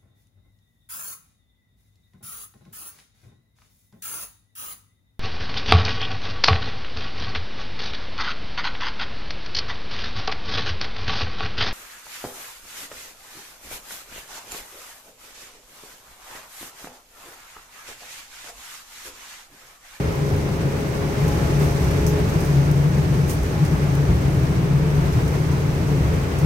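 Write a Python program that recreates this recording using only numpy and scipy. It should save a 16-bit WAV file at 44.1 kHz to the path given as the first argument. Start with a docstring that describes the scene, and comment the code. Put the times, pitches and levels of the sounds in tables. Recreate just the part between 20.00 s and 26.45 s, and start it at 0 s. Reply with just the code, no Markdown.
"""Inside a trolleybus on a winter road. It pulls with a rising gear whine while tyres roar, slush
hisses and the road shakes the body and booms in the cabin's air. Loose fittings tick and clatter
by the doors on the right. At 1.2 s the road turns rough and slushy, and from 1.7 s single panels
swell into short hums. Just after two seconds the driver lets go: the whine softens and slowly
sinks as the bus coasts on over the bumps."""
import sys
import numpy as np
from scipy import signal
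from scipy.fft import rfft, irfft
from scipy.io import wavfile
from scipy.ndimage import uniform_filter1d

SR = 44100
rng = np.random.default_rng(int(sys.argv[2]) if len(sys.argv) > 2 else 0)


def put_to_file(sound):
    """Save the sound as 16-bit audio at rate SR, in the file named by the first command-line argument."""
    columns = np.atleast_2d(sound).T  # one column per channel
    safe = np.clip(columns, -1, 1)
    whole_steps = np.round(safe * 32767)
    wavfile.write(sys.argv[1], SR, whole_steps.astype(np.int16))


N = 284445
TIME = np.arange(N) / SR
FREQ = np.maximum(np.arange(N // 2 + 1) * SR / N, 1)

# spells when the road drives the cabin's air hard: start/s, length/s, main mode/dB, weaker modes/dB
SURGES = [(0.243, 0.13, -28, -40), (1.227, 0.1, -28, -35), (1.407, 0.45, -23.5, -48),
          (2.48, 0.4, -19.5, -30.5), (2.86, .38, -22.5, -24), (3.57, 0.2, -27.5, -21.5),
          (3.832, .22, -21, -36), (4.215, 0.22, -23, -37), (4.484, 0.27, -29, -23),
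          (4.722, 0.38, -22.5, -26.5), (5.423, .25, -26, -26.5), (5.9, .3, -30, -26.5),
          (6.384, .15, -23.5, -24)]
SURGE_EDGE_S = 0.03


def undb(db):
    """Decibels to gain."""
    return 10 ** (np.asarray(db) / 20)


def unit(x):
    """Scale to rms 1."""
    return x / np.sqrt(np.mean(x ** 2))


def pan(db):
    """Left and right gains for a level difference; positive leans left."""
    return undb(np.array([[db], [-db]]) / 2)


def after(t, edge_s):
    """A smooth step from 0 to 1 around time t."""
    return .5 + .5 * np.tanh(2 * (TIME - t) / edge_s)


def spell(start, length, edge_s):
    """A soft gate: fade in, hold, fade out."""
    return after(start, edge_s) - after(start + length, edge_s)


def walk(rate_hz):
    """A smooth random modulator with rms 1."""
    return unit(irfft(rfft(rng.standard_normal(N)) * np.exp(-(FREQ / rate_hz) ** 2), N))


def spectra(table):
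    """One curve per column of a frequency table, joined on a log axis."""
    f, *columns = np.transpose(table)
    return np.array([np.interp(np.log(FREQ), np.log(f), c) for c in columns])


def resonances(modes):
    """Gain curve of a bank of modes with steep skirts."""
    power = 0
    for hz, width, db in modes:
        detuning = (FREQ / hz - hz / FREQ) * hz / (np.pi / 2 * width)
        power = power + (undb(db) / (1 + detuning ** 2)) ** 2
    return np.sqrt(power)


def field(colour):
    """Stereo noise of a given colour, rms 1: bass centred, middle wide, top hiss near the centre."""
    # left/right correlation of the noise: f/Hz, correlation
    stereo_correlation = [(100, .997), (170, .99), (220, .85), (400, .6), (620, .5), (850, -.05),
                          (1500, -.2), (2000, -.1), (2300, .2), (3300, -.1), (7000, .1), (7900, .8),
                          (15000, .76)]
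    correlation = np.clip(spectra(stereo_correlation)[0], -.999, .999)
    mid, side = rfft(rng.standard_normal((2, N)))
    stereo = mid * np.sqrt(1 + correlation) + side * np.sqrt(1 - correlation) * np.array([[1], [-1]])
    return unit(irfft(stereo * colour, N))


def sustained(x, span_s):
    """Level out a vibration's slow swells, so that an envelope can shape it."""
    power = np.mean(x ** 2, axis=0)
    for _ in range(2):
        power = uniform_filter1d(power, max(int(span_s * SR), 1))
    return unit(x / np.sqrt(power))


def hum(hz, drift):
    """A nearly pure tone whose pitch wanders by the fraction drift."""
    pitch_hz = hz * (1 + drift * walk(rate_hz=6.58))
    return np.sqrt(2) * np.sin(2 * np.pi * np.cumsum(pitch_hz) / SR)


def gear_whine():
    """Gear teeth and motor slots sing at shaft multiples, louder under power and on casing resonances."""
    # gear and motor tones: shaft multiple, coasting level/dB, power lift/dB, pan/dB, left lead/rad
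    partials = [(6, -38, 2, 0.5, -0.27), (12, -45, 0, -3, 0.12), (18, -49, 14.5, -1.5, -0.77),
                (24, -46, 5.3, -4.5, -0.66), (36, -55.5, 7.5, 4, 1.1)]
    # narrow gear casing resonances that lift a tone gliding through: f/Hz, width/Hz, lift/dB
    casing = [(420.5, 2.4, 8.5), (560, 5, 2.5), (831.3, 5.5, 8.5), (841, 2.6, 7.5)]
    start_hz, climb_hz_per_s, sag_hz_per_s, top_s = 22.56, .375, .2, 2.22
    shaft_hz = start_hz + climb_hz_per_s * np.minimum(TIME, top_s)
    shaft_hz -= sag_hz_per_s * np.maximum(TIME - top_s, 0)
    pulling = 1 - after(2.26, edge_s=0.15)
    shaft_angle = 2 * np.pi * np.cumsum(shaft_hz * (1 + .0006 * walk(rate_hz=7.4))) / SR
    out = 0
    for order, db, power_db, pan_db, lead in partials:
        tone = np.sqrt(2) * np.sin(order * shaft_angle + np.array([[lead], [0]]))
        tone_hz = order * shaft_hz
        casing_db = sum(lift * np.exp(-(2 * (tone_hz - hz) / width) ** 2) for hz, width, lift in casing)
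        waver_db = 1.16 * walk(rate_hz=7.1)
        out = out + tone * pan(pan_db) * undb(db + pulling * power_db + casing_db + waver_db)
    return out


def tyres(rough):
    """The treads roar, set the panels ringing and throw up a hiss of slush."""
    # colour of the tyre roar: f/Hz, left level/dB, right level/dB
    roar_colour = [(25, -28, -28), (45.3, 0, -2), (169, 4.5, 0.7), (261, -1.5, -4.5), (384, -0.7, .4),
                   (507, -6.1, -11), (774, -9.5, -12.5), (1040, -11.1, -13), (1340, -15, -14.5),
                   (2190, -17.9, -17.5), (3450, -25.5, -26.5), (5030, -30.5, -28.5), (8200, -43.5, -36.5),
                   (15100, -44.5, -40.5)]
    # wall and window panel modes: f/Hz, width/Hz, relative level/dB
    panel_modes = [(279.8, 9.5, -0.5), (311.6, 6.5, -3), (371, 4.4, -1.5), (408, 8.8, -5), (439.5, 5.4, -1),
                   (476.6, 14, -6), (634, 17, -11.5), (870, 30, -18.5)]
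    # colour of the spray: f/Hz, left level/dB, right level/dB
    spray_colour = [(1500, -30.5, -30.5), (3740, -8.1, -7.1), (4830, -19, -3.1), (6160, -14.5, .2),
                    (7440, -12.6, -9.6), (8740, -12.2, -9.1), (9800, -16.2, -17.1), (12500, -12, -14.1),
                    (15700, -20.5, -22)]
    # patches of slush or cleared road: start/s, length/s, roar change/dB, hiss change/dB
    patches = [(1.15, 0.76, 2.3, 3.5), (1.903, 0.69, 2, 2.5), (2.9, 0.84, 0, 1), (4.52, 0.52, 0.1, -2.5),
               (5.08, 0.33, 0.4, 1.5), (5.92, .7, 0.8, -0.8)]
    roar_db, hiss_db = -26.35 + 0.13 * rough, -45.5
    for start, length, more_roar_db, more_hiss_db in patches:
        inside = spell(start, length, edge_s=.22)
        roar_db = roar_db + more_roar_db * inside
        hiss_db = hiss_db + more_hiss_db * inside
    roar = field(undb(spectra(roar_colour))) * undb(roar_db + 0.62 * walk(rate_hz=17))
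    # the panels feel a change of road surface less than the air does
    panels = field(resonances(panel_modes)) * undb(0.42 * (roar_db - roar_db.mean()) - 35.0)
    spray = field(undb(spectra(spray_colour))) * undb(hiss_db + 0.83 * walk(rate_hz=28))
    return roar + panels + spray


def jolt(t, attack_s=0.039, decay_s=0.074):
    """A wheel climbs a bump quickly and the suspension lets it die away."""
    age = TIME - t
    return np.exp(-(np.minimum(age, 0) / attack_s) ** 2 - np.maximum(age, 0) / decay_s)


def ride(rough):
    """Envelopes of body shake and cabin boom, from the road's grain, bumps and surges."""
    # bumps under the wheels: t/s, shake level/dB, boom level/dB
    bumps = [(.06, -23, -30), (.34, -20, -36), (1.27, -26, -24), (1.68, -24.5, -37), (1.85, -21, -21),
             (2.04, -20.5, -25), (2.24, -22.5, -25), (2.37, -27, -21.5), (3.42, -21.5, -38),
             (3.83, -26, -46), (4.11, -15.5, -22), (4.36, -23, -30), (4.98, -22, -32), (5.16, -18.5, -38),
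             (5.45, -28, -34), (5.68, -27, -30), (6.05, -18, -31), (6.44, -20, -26)]
    shake_power = undb(-32 + 6 * rough) ** 2
    boom_power = undb(-32.5 + 4.5 * rough) ** 2
    for t, shake_db, boom_db in bumps:
        push = jolt(t)
        shake_power += (undb(shake_db) * push) ** 2
        boom_power += (undb(boom_db) * push) ** 2
    for start, length, _, boom_db in SURGES:
        boom_power += undb(boom_db) ** 2 * spell(start, length, SURGE_EDGE_S)
    return np.sqrt(shake_power), np.sqrt(boom_power)


def rumble(shake, boom):
    """The road shakes the body and pumps the cabin's air."""
    # body modes on the suspension: f/Hz, width/Hz, relative level/dB
    body_modes = [(40.3, 8, -21), (67, 13, 0.5), (84.3, 18, -0.5), (117, 14, -2.5)]
    # the cabin's weaker air modes: f/Hz, width/Hz, relative level/dB
    air_modes = [(121, 10, -7), (156.4, 14.3, 3), (168.7, 17, -3.5)]
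    body = sustained(field(resonances(body_modes)), span_s=0.088) * shake * pan(.6)
    air = sustained(field(resonances(air_modes)), span_s=0.1) * boom * pan(2.0)
    return body + air


def cabin_drone(rough):
    """The cabin's strongest air mode rings on as one low note that flutters and surges."""
    power = undb(-30.5 + 0.5 * rough + 3.4 * walk(rate_hz=15)) ** 2
    for start, length, db, _ in SURGES:
        power += undb(db) ** 2 * spell(start, length, SURGE_EDGE_S)
    note = hum(hz=141.5, drift=0.02378)
    flutter = undb(1.86 * walk(rate_hz=12.5))
    return note * np.sqrt(power) * flutter * pan(3.0)


def floor_throb(shake):
    """A deep vibration under the floor that swells a little on the bumps."""
    return hum(hz=33.4, drift=0.02) * unit(shake) ** .49 * undb(2.2 * walk(rate_hz=2.4) - 39.0)


def ticks(per_s=3.7, db=-47, spread_db=2, t60=.035, chatter_s=.001):
    """The smallest rattles come at random: extra rows for the loose fittings."""
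    draws = rng.random((int(per_s * N / SR), 3))
    return [(when * N / SR, db + spread_db * (2 * size - 1), t60, chatter_s, latch_share)
            for when, size, latch_share in draws]


def loose_fittings():
    """The door latch and window frames chatter briefly and ring out on the right."""
    # rattles: t/s, level/dB, ring time to -60 dB/s, chatter time/s, latch's share of the power
    rattles = [(.361, -43, .05, .002, .2), (1.279, -40, .1, .004, .5), (1.59, -45, .2, .06, 0.1),
               (1.708, -42, .057, .002, .5), (1.845, -40, .044, .002, .5), (1.910, -38, .03, .001, 0.3),
               (2.066, -26, .018, 0.00089, .7), (2.072, -34, 0.17, .004, .95), (2.296, -43, .08, .003, .7),
               (2.404, -41, 0.11, .004, .56), (2.447, -41, 0.17, .005, .6), (2.713, -40, .04, .002, .5),
               (3.278, -41.5, .1, .018, .19), (3.296, -32.5, .19, 0.012, 0), (3.431, -40.5, .04, .003, .3),
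               (3.648, -44.5, .071, .004, .3), (3.950, -44, .086, .004, .28), (4.432, -42.5, .05, .002, .5),
               (5.125, -45, .15, .015, .4), (5.278, -40, .05, .002, .4), (6.386, -40, 0.13, .003, .4)]
    # door latch modes: f/Hz, width/Hz, relative level/dB
    latch_modes = [(5170, 68, 10.5), (6200, 700, 6.5), (7840, 1800, -7), (11200, 1500, -4), (12500, 60, 3),
                   (12950, 600, 1), (14300, 2200, -4.5)]
    # modes of the thin window frames: f/Hz, width/Hz, relative level/dB
    frame_modes = [(3000, 1600, -5), (5870, 1500, 0.5), (7000, 1600, -7), (8640, 120, 1), (8630, 60, 8.5),
                   (8960, 120, 7), (9650, 100, 5.5), (11500, 2100, -3.5), (14900, 3400, -4.5)]
    latch_power, frame_power = np.zeros((2, N))
    for t, db, t60, chatter_s, latch_share in rattles + ticks():
        age = TIME - t
        power = (age >= 0) * undb(db - 60 * np.maximum(age - chatter_s, 0) / t60) ** 2
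        latch_power += latch_share * power
        frame_power += (1 - latch_share) * power
    latch = field(resonances(latch_modes)) * np.sqrt(latch_power)
    frames = field(resonances(frame_modes)) * np.sqrt(frame_power)
    # the parts touch and part many times within one rattle
    grain = undb(1.6 * walk(rate_hz=390))
    return (latch + frames) * grain * pan(-5.0)


def panel_swells():
    """Now and then the shaking finds one panel's own note."""
    # short panel hums: peak t/s, f/Hz, level/dB, half length/s
    swells = [(1.706, 690, -37, 0.032), (2.452, 432, -36, 0.043), (3.753, 277.5, -35.5, 0.087),
              (4.025, 431, -39, 0.056), (4.307, 312, -36, 0.12), (4.547, 328.6, -37, 0.12),
              (5.94, 436.5, -39, 0.035), (6.108, 441, -35, 0.031)]
    out = 0
    for t, hz, db, half_length in swells:
        envelope = np.exp(-((TIME - t) / half_length) ** 2 / 2)
        out = out + hum(hz, drift=0.0116) * undb(db) * envelope
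    return out


def scene():
    """Mix the low end with tyres, panels, whine and rattles as the road turns from smooth to rough."""
    rough = after(1.2, edge_s=.12)
    shake, boom = ride(rough)
    left, right = rumble(shake, boom) + cabin_drone(rough) + floor_throb(shake)
    left_lag_s = 0.00024
    bass = np.array([np.interp(TIME - left_lag_s, TIME, left), right])
    return bass + tyres(rough) + panel_swells() + gear_whine() + loose_fittings()


def record(dry):
    """Roll off the deepest bass and cut the very top steeply."""
    low_cut = signal.butter(6, 28, "high", fs=SR, output="sos")
    high_cut = signal.ellip(10, .1, 80, 15750, fs=SR, output="sos")
    return signal.sosfilt(high_cut, signal.sosfilt(low_cut, dry))


dry = scene()
out = record(dry)
put_to_file(out)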